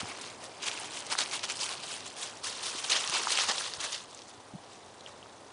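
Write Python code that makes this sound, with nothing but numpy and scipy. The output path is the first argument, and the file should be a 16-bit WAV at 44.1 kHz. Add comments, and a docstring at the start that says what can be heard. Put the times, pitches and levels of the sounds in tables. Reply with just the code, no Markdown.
"""On a path of dry fallen leaves, a dog trots up while its owner walks to meet it; then both stand still.
Each footfall crushes a heap of leaves into hundreds of tiny fractures, and stalks and twigs snap between.
Now and then a shoe thuds on the soil or a hand bumps the microphone.
A soft distant rush lies under the open air."""
import sys
import numpy as np
from scipy import signal
from scipy.io import wavfile

SR = 44100
rng = np.random.default_rng(int(sys.argv[2]) if len(sys.argv) > 2 else 0)


def to_wav(sig):
    """Store sig (one row per channel, or 1-D mono) as 16-bit WAV at the path in sys.argv[1].

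    Samples outside -1..1 are clipped; the rate is SR.
    """
    pcm = np.clip(np.atleast_2d(sig), -1, 1) * 32767
    pcm = np.round(pcm).astype(np.int16)
    wavfile.write(sys.argv[1], SR, pcm.T)  # frames by channels


N = 243431
TIME = np.arange(N) / SR
CUTOFF_HZ = 10100

# The colour of breaking leaves. Each row: frequency in Hz, relative level in dB.
LEAF_COLOUR = [(150, -27), (300, -16.5), (450, -6), (620, -9.5), (1100, -3.5), (1450, -6), (1750, -4),
               (2150, -7), (2600, -1.5), (3250, 2.5), (4200, -0.5), (5200, 0), (6500, -0.5), (10000, -2)]


def from_db(db):
    """Decibels to gain."""
    return 10 ** (np.asarray(db) / 20)


def rms_one(x):
    """Scale to rms 1."""
    return x / np.sqrt(np.mean(x ** 2) + 1e-20)


def in_time(rows):
    """One automation curve for each column after the time column."""
    times, *columns = np.transpose(rows)
    return [np.interp(TIME, times, column) for column in columns]


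def at_hz(points, hz):
    """Read a spectrum on a log-frequency axis."""
    frequencies, levels = np.transpose(points)
    return np.interp(np.log(hz), np.log(frequencies), levels)


def bands(lowest_hz):
    """Third-octave bands up to the cut-off, each as centre in Hz, width in Hz and filter."""
    edges = CUTOFF_HZ * 2 ** (np.arange(-27, 1) / 3) * 1.04
    return [(np.sqrt(a * b), b - a, signal.butter(2, [a, b], "band", fs=SR, output="sos"))
            for a, b in zip(edges, edges[1:]) if a > lowest_hz]


def resonate(x, hz, width_hz):
    """One resonance with unity gain at its peak."""
    r = np.exp(-np.pi * width_hz / SR)
    feedback = [1, -2 * r * np.cos(2 * np.pi * hz / SR), r * r]
    return signal.lfilter(np.array([1, 0, -1]) * (1 - r * r) / 2, feedback, x + 1e-18)


def flutter(per_s):
    """A random wander with rms 1."""
    knots = np.arange(0, TIME[-1] + 1, 1 / per_s)
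    return rms_one(np.interp(TIME, knots, rng.standard_normal(N)[:len(knots)]))


def open_air(drone_hz=100, drone_width_hz=21, drone_db=-71):
    """A bed of distant rush, with a thin hiss on top and a faint low drone."""
    # The colour of the rush. Each row: frequency in Hz, relative level in dB.
    rush_colour = [(15, -38), (25, -24), (92, -3.5), (148, -0.5), (186, -3), (271, 1.5), (331, 2),
                   (506, 2.5), (701, 4), (901, 2.5), (1190, -3), (1350, -5.5), (2400, -11.5), (5340, -19),
                   (10000, -18.5)]
    # Its slow drift. Each row: time in seconds, level in dB.
    rush_levels = [(0, -49), (1, -50), (2.3, -51), (4, -53), (4.8, -52), (5.5, -52)]
    rush_db, = in_time(rush_levels)
    rush = sum(from_db(at_hz(rush_colour, hz)) * signal.sosfilt(band, rng.standard_normal(N))
               for hz, _, band in bands(lowest_hz=20))
    drone = resonate(rng.standard_normal(N), drone_hz, drone_width_hz)
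    drone = resonate(drone, drone_hz, drone_width_hz)
    return from_db(rush_db) * rms_one(rush) + from_db(drone_db) * rms_one(drone)


def footfalls(press_s=0.023, ordinary_settle_s=0.032, rebound_db=-12, rebound_s=0.061):
    """Three envelopes for the leaves under the feet: low thrash, mid crunch and crisp top."""
    # Paws and shoes landing. Each row: moment of fullest press in seconds, crunch drive in dB,
    # settling time in seconds, then thrash and crisp top in dB against the crunch.
    steps = [(0.006, -42, 0.016, 7.5, -2), (0.113, -52, 0.079, 12, -6), (0.218, -42, 0.01, -10, -1),
             (0.44, -48, 0.034, 5, -1.5), (0.636, -39, 0.026, 2, -6), (0.672, -34.5, 0.023, 0.5, -2),
             (0.83, -47, 0.059, 7, -0.5), (0.97, -44.5, 0.043, -6, 0.5), (1.11, -39.5, 0.021, 3, -3),
             (1.124, -34, 0.017, 2.5, -1.5), (1.188, -31, 0.016, 4, -2.5), (1.21, -33, 0.025, 4.5, -4),
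             (1.343, -35.5, 0.036, 3, -2), (1.439, -31, 0.013, -1.5, -6), (1.505, -36, 0.025, 4, -3),
             (1.558, -43.5, 0.014, 0, 3), (1.634, -36.5, 0.044, -0.5, -0.5), (1.712, -41.5, 0.032, 7, -2),
             (1.837, -42, 0.019, 0, -3), (1.936, -41.5, 0.064, -0.5, -2), (2.079, -47, 0.045, -14, -1.5),
             (2.18, -43, 0.029, 0, -3), (2.229, -39.5, 0.038, 2.5, -2), (2.442, -38.5, 0.017, 2.5, -2.5),
             (2.483, -37.5, 0.046, 0, -4), (2.664, -35.5, 0.041, -5, -6.5), (2.764, -46, 0.091, 4, -0.5),
             (2.846, -36, 0.019, -3, -4), (2.9, -27.5, 0.0085, -2, -2), (2.919, -26, 0.024, 0.5, -7.5),
             (2.963, -28.5, 0.03, -1, -9), (3.153, -31, 0.038, 4.5, -6), (3.32, -31, 0.027, -0.5, -1.5),
             (3.384, -30, 0.01, -2, -11), (3.409, -30.5, 0.059, -0.5, -6.5), (3.498, -30.5, 0.026, 7, -9),
             (3.586, -38.5, 0.0093, 4, -1), (3.635, -39.5, 0.093, -1, -7), (3.806, -38, 0.012, -10, -8),
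             (3.846, -37, 0.046, 4, -7), (3.937, -37.5, 0.045, 0, -6.5), (4.02, -49.5, 0.02, -4, -8),
             (4.19, -59, 0.04, -2, -2), (4.3, -54.5, 0.037, -8, -7), (4.732, -57.5, 0.053, 0, -8),
             (5.085, -54.5, 0.037, 7, -8)]
    # Loose leaves pushed about between steps. Each row: time in seconds, crunch drive in dB.
    stirring = [(0.0, -47), (0.2, -50.5), (0.3, -47.5), (0.38, -56.5), (0.59, -54.5), (0.73, -42.5),
                (0.88, -47), (1.3, -47.5), (1.8, -47.5), (2.14, -55), (2.27, -46), (2.35, -51),
                (2.42, -57.5), (2.53, -44), (2.85, -43), (3.02, -37.5), (3.08, -40), (3.2, -37.5),
                (3.45, -38), (3.95, -54), (4.07, -55.5), (4.45, -61.5)]
    stir_db, = in_time(stirring)
    power = from_db([stir_db + 4, stir_db, stir_db - 5.5]) ** 2  # heavy lows, soft top
    for at_s, db, settle_s, thrash_db, crisp_db in steps:
        before, after = np.maximum(at_s - TIME, 0), np.maximum(TIME - at_s, 0)
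        attack_s = press_s * (settle_s / ordinary_settle_s) ** 1.6  # short steps land far more abruptly
        # the foot sinks in, the crushed leaves settle and then spring back faintly
        press = np.exp(-np.minimum((before / attack_s) ** 2, 30))
        settle = np.exp(-np.minimum((after / settle_s) ** 1.5, 30))
        rebound = from_db(rebound_db) * np.exp(-after / rebound_s)
        envelope = press * np.maximum(settle, rebound)
        power += (from_db([[db + thrash_db], [db], [db + crisp_db]]) * envelope) ** 2
    return np.sqrt(power)


def fractures(per_s, spread_db):
    """Clicks at random moments, many small and a few large, with the same mean power at any rate."""
    sizes = from_db(spread_db * np.minimum(rng.exponential(1, N), 3.5))
    return sizes * (rng.random(N) < per_s / SR) / np.sqrt(per_s)


def crushed_leaves(thrash, crunch, crisp, cracks_per_s=2600, rub_db=-3, patchy_db=2.5, gain_db=-36.5):
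    """Every fracture sounds in all bands with a colour of its own, over the hiss of leaf rubbing on leaf."""
    # The leaves ring lower and thinner on the far path, higher and with more body underfoot.
    # Each row: time in seconds, pitch factor, lift of the lows in dB.
    approach = [(0, 0.8, -1), (0.6, 0.79, 1), (1.2, 0.8, -2), (1.6, 0.88, 1), (2.6, 1.05, -1.5),
                (3.2, 0.94, -0.5), (4, 1.15, 3)]
    pitch, lows_db = in_time(approach)
    density = np.clip(crunch / from_db(-42), 0.5, 6)  # a harder press breaks more leaves at once
    cracks = fractures(cracks_per_s * density, spread_db=2)
    out = np.zeros(N)
    for hz, width_hz, band in bands(lowest_hz=120):
        crackle = rms_one(cracks * rng.standard_normal(N))
        rub = from_db(rub_db) * rng.standard_normal(N)
        texture = rms_one(signal.sosfilt(band, crackle + rub))
        # crossfade the three envelopes up the spectrum
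        low_share = at_hz([(1300, 1), (2700, 0)], hz)
        top_share = at_hz([(4800, 0), (7500, 1)], hz)
        drive = low_share * thrash + (1 - low_share - top_share) * crunch + top_share * crisp
        shelf_db = lows_db * np.interp(hz, [500, 900], [1, 0])
        # each band's level flickers quickly at random, making the rustle patchy
        flicker_db = patchy_db * flutter(per_s=110)
        colour = from_db(at_hz(LEAF_COLOUR, hz / pitch) + shelf_db + flicker_db)
        out += drive * colour * np.sqrt(width_hz) * texture
    return from_db(gain_db) * out


def stiff_leaves(crunch, width_hz=330, gain_db=-7):
    """Stiff leaves that crack right through ring for a moment, each at a pitch of its own."""
    pitches_hz = np.linspace(900, 9000, 36)
    cracks = fractures(per_s=260, spread_db=1.5) * rng.choice([-1, 1], N)
    pitch_index = rng.integers(0, len(pitches_hz), N)
    rings = sum(resonate(cracks * (pitch_index == k), hz, width_hz) * from_db(at_hz(LEAF_COLOUR, hz))
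                for k, hz in enumerate(pitches_hz))
    return from_db(gain_db) * crunch * rms_one(rings)


def leaf_litter(rustle, hollow_db=-6.5, clump_db=1.0):
    """The litter adds a hollow, woody note to every step and gives way in small irregular clumps."""
    hollow = from_db(hollow_db) * resonate(rustle, hz=1040, width_hz=280)
    clumps = from_db(clump_db * flutter(per_s=170))
    return (rustle + hollow) * clumps


def twig_snaps(jolt_db=-2.5, crack_db=-17, splinter_width_hz=950, energy_s=0.002):
    """A stalk gives way with one jolt, tears on for an instant and rings briefly."""
    # Stalks, twigs and stiff leaves breaking. Each row: start in seconds, level in dB with the energy
    # spread over energy_s, ring pitch in Hz, ring width in Hz, tearing time in seconds.
    breaks = [(0.0149, -35, 1150, 600, .0005), (0.056, -37, 990, 650, .0008),
              (0.187, -40, 1200, 500, .0005), (0.2125, -37, 4400, 5000, 0.003),
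              (0.2496, -43, 3500, 2500, .0004), (0.265, -42, 3600, 3000, .0004),
              (0.6838, -29, 2600, 1800, 0.0017), (0.7145, -32.5, 2500, 3000, 0.00054),
              (1.005, -37, 4300, 3500, 0.00049), (1.0675, -38, 4000, 3500, .0003),
              (1.126, -26, 2900, 2000, 0.00072), (1.1331, -32, 1200, 900, .0005),
              (1.1521, -28, 1230, 600, .0005), (1.1881, -21.5, 3500, 2000, .0007),
              (1.2067, -25, 4200, 1600, .0018), (1.2162, -26.5, 3800, 1800, .0018),
              (1.2382, -37, 4300, 3000, .0004), (1.2604, -34.5, 2600, 2500, 0.00037),
              (1.313, -34, 4000, 3000, .0003), (1.3933, -33.5, 2600, 2500, 0.0033),
              (1.4326, -33, 3300, 2500, .001), (1.453, -36, 3800, 3000, 0.00033),
              (1.4995, -31, 4000, 3500, .0005), (1.5208, -32, 7500, 3500, .0004),
              (1.5555, -42, 4000, 3500, .0003), (1.5632, -41, 5600, 4000, .0003),
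              (1.5706, -35, 4100, 3500, .0003), (1.6918, -33, 3500, 3000, .0003),
              (1.724, -35, 2900, 2500, 0.00039), (1.9396, -39, 3400, 2500, .0004),
              (2.0058, -38, 3700, 3000, .0004), (2.6604, -33, 4000, 2500, .0006),
              (2.92, -20.5, 3380, 1200, .002), (2.964, -28.5, 1510, 700, .001),
              (2.969, -32, 3400, 700, .001), (3.0093, -37, 3500, 6000, .0003),
              (3.0405, -30.5, 3180, 600, .0008), (3.0755, -28, 4770, 2500, 0.0011),
              (3.0976, -28, 4800, 4500, .0004), (3.2709, -22.5, 1100, 290, .0005),
              (3.3046, -26, 2300, 2200, .002), (3.3747, -23, 3100, 1900, .0005),
              (3.388, -25, 1100, 750, .0005), (3.581, -26.5, 3450, 1100, .001),
              (3.5854, -32, 4100, 2500, .0005), (3.61, -34, 1250, 600, .0006),
              (3.7372, -31, 4500, 950, .0006), (4.147, -40.5, 6900, 1600, .0025),
              (4.175, -45, 5500, 2200, .0012), (4.19, -45, 5200, 1800, .002),
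              (4.219, -42, 4200, 2000, 0.0036), (4.283, -52, 5970, 2500, .0008),
              (5.0085, -44, 3850, 1500, 0.001), (5.062, -38, 3100, 320, .002),
              (5.073, -48, 2950, 350, .002), (5.228, -45, 3030, 340, .001),
              (5.2595, -45.5, 1100, 450, .0005)]
    out, t = np.zeros(N), TIME[:SR // 40]
    jolt = 1.0 * (t == 0)
    for start_s, db, hz, width_hz, tear_s in breaks:
        tear = rng.standard_normal(len(t)) * np.exp(-np.minimum((t / tear_s) ** 2, 60) / 2)
        push = from_db(jolt_db) * rms_one(jolt) + rms_one(tear)
        ring = resonate(push, hz, width_hz)
        splinters = rms_one(resonate(ring, hz, 2.4 * width_hz))  # steepens the ring's flanks
        spread = 1 + width_hz / hz
        knock_band = signal.butter(3, [hz / spread, hz * spread], "band", fs=SR, output="sos")
        knock = rms_one(signal.sosfilt(knock_band, jolt))
        # a wide ring splinters and cracks brightly, a narrow one knocks cleanly
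        torn = min(width_hz / splinter_width_hz, 1) ** 4
        crack = from_db(crack_db) * rms_one(resonate(push, hz=4500, width_hz=6000))
        snap = (1 - torn) * knock + torn * (splinters + crack)
        start = int(start_s * SR)
        out[start:start + len(t)] += from_db(db) * snap * np.sqrt(energy_s * SR / np.sum(snap ** 2))
    return out


def thuds():
    """A soft, heavy contact swings for a cycle or two."""
    # A shoe on the soil or a hand on the microphone. Each row: centre in seconds,
    # envelope peak in dB, pitch in Hz, rise and fall time in seconds.
    contacts = [(0.033, -32.5, 216, 0.0025), (0.044, -43, 112, 0.012), (2.752, -37, 350, 0.0021),
                (3.099, -42, 166, 0.0039), (3.495, -46.5, 232, 0.01), (3.786, -47, 106, 0.005),
                (4.54, -36, 198, 0.0026), (4.555, -35, 172.7, 0.0073)]
    out = np.zeros(N)
    for centre_s, db, hz, fade_s in contacts:
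        t = TIME - centre_s
        envelope = np.exp(-np.minimum((t / fade_s) ** 2, 50))
        out += from_db(db) * envelope * np.sin(2 * np.pi * hz * t)
    return out


def scene():
    """Steps, snaps and thuds over the open air, in mono, with no walls to throw them back."""
    thrash, crunch, crisp = footfalls()
    rustle = crushed_leaves(thrash, crunch, crisp) + stiff_leaves(crunch)
    mix = open_air() + leaf_litter(rustle) + twig_snaps() + thuds()
    return mix[None]


def record(dry):
    """A steep low-pass takes off the very top."""
    return signal.sosfilt(signal.ellip(12, 0.2, 80, CUTOFF_HZ, fs=SR, output="sos"), dry)


dry = scene()
out = record(dry)
to_wav(out)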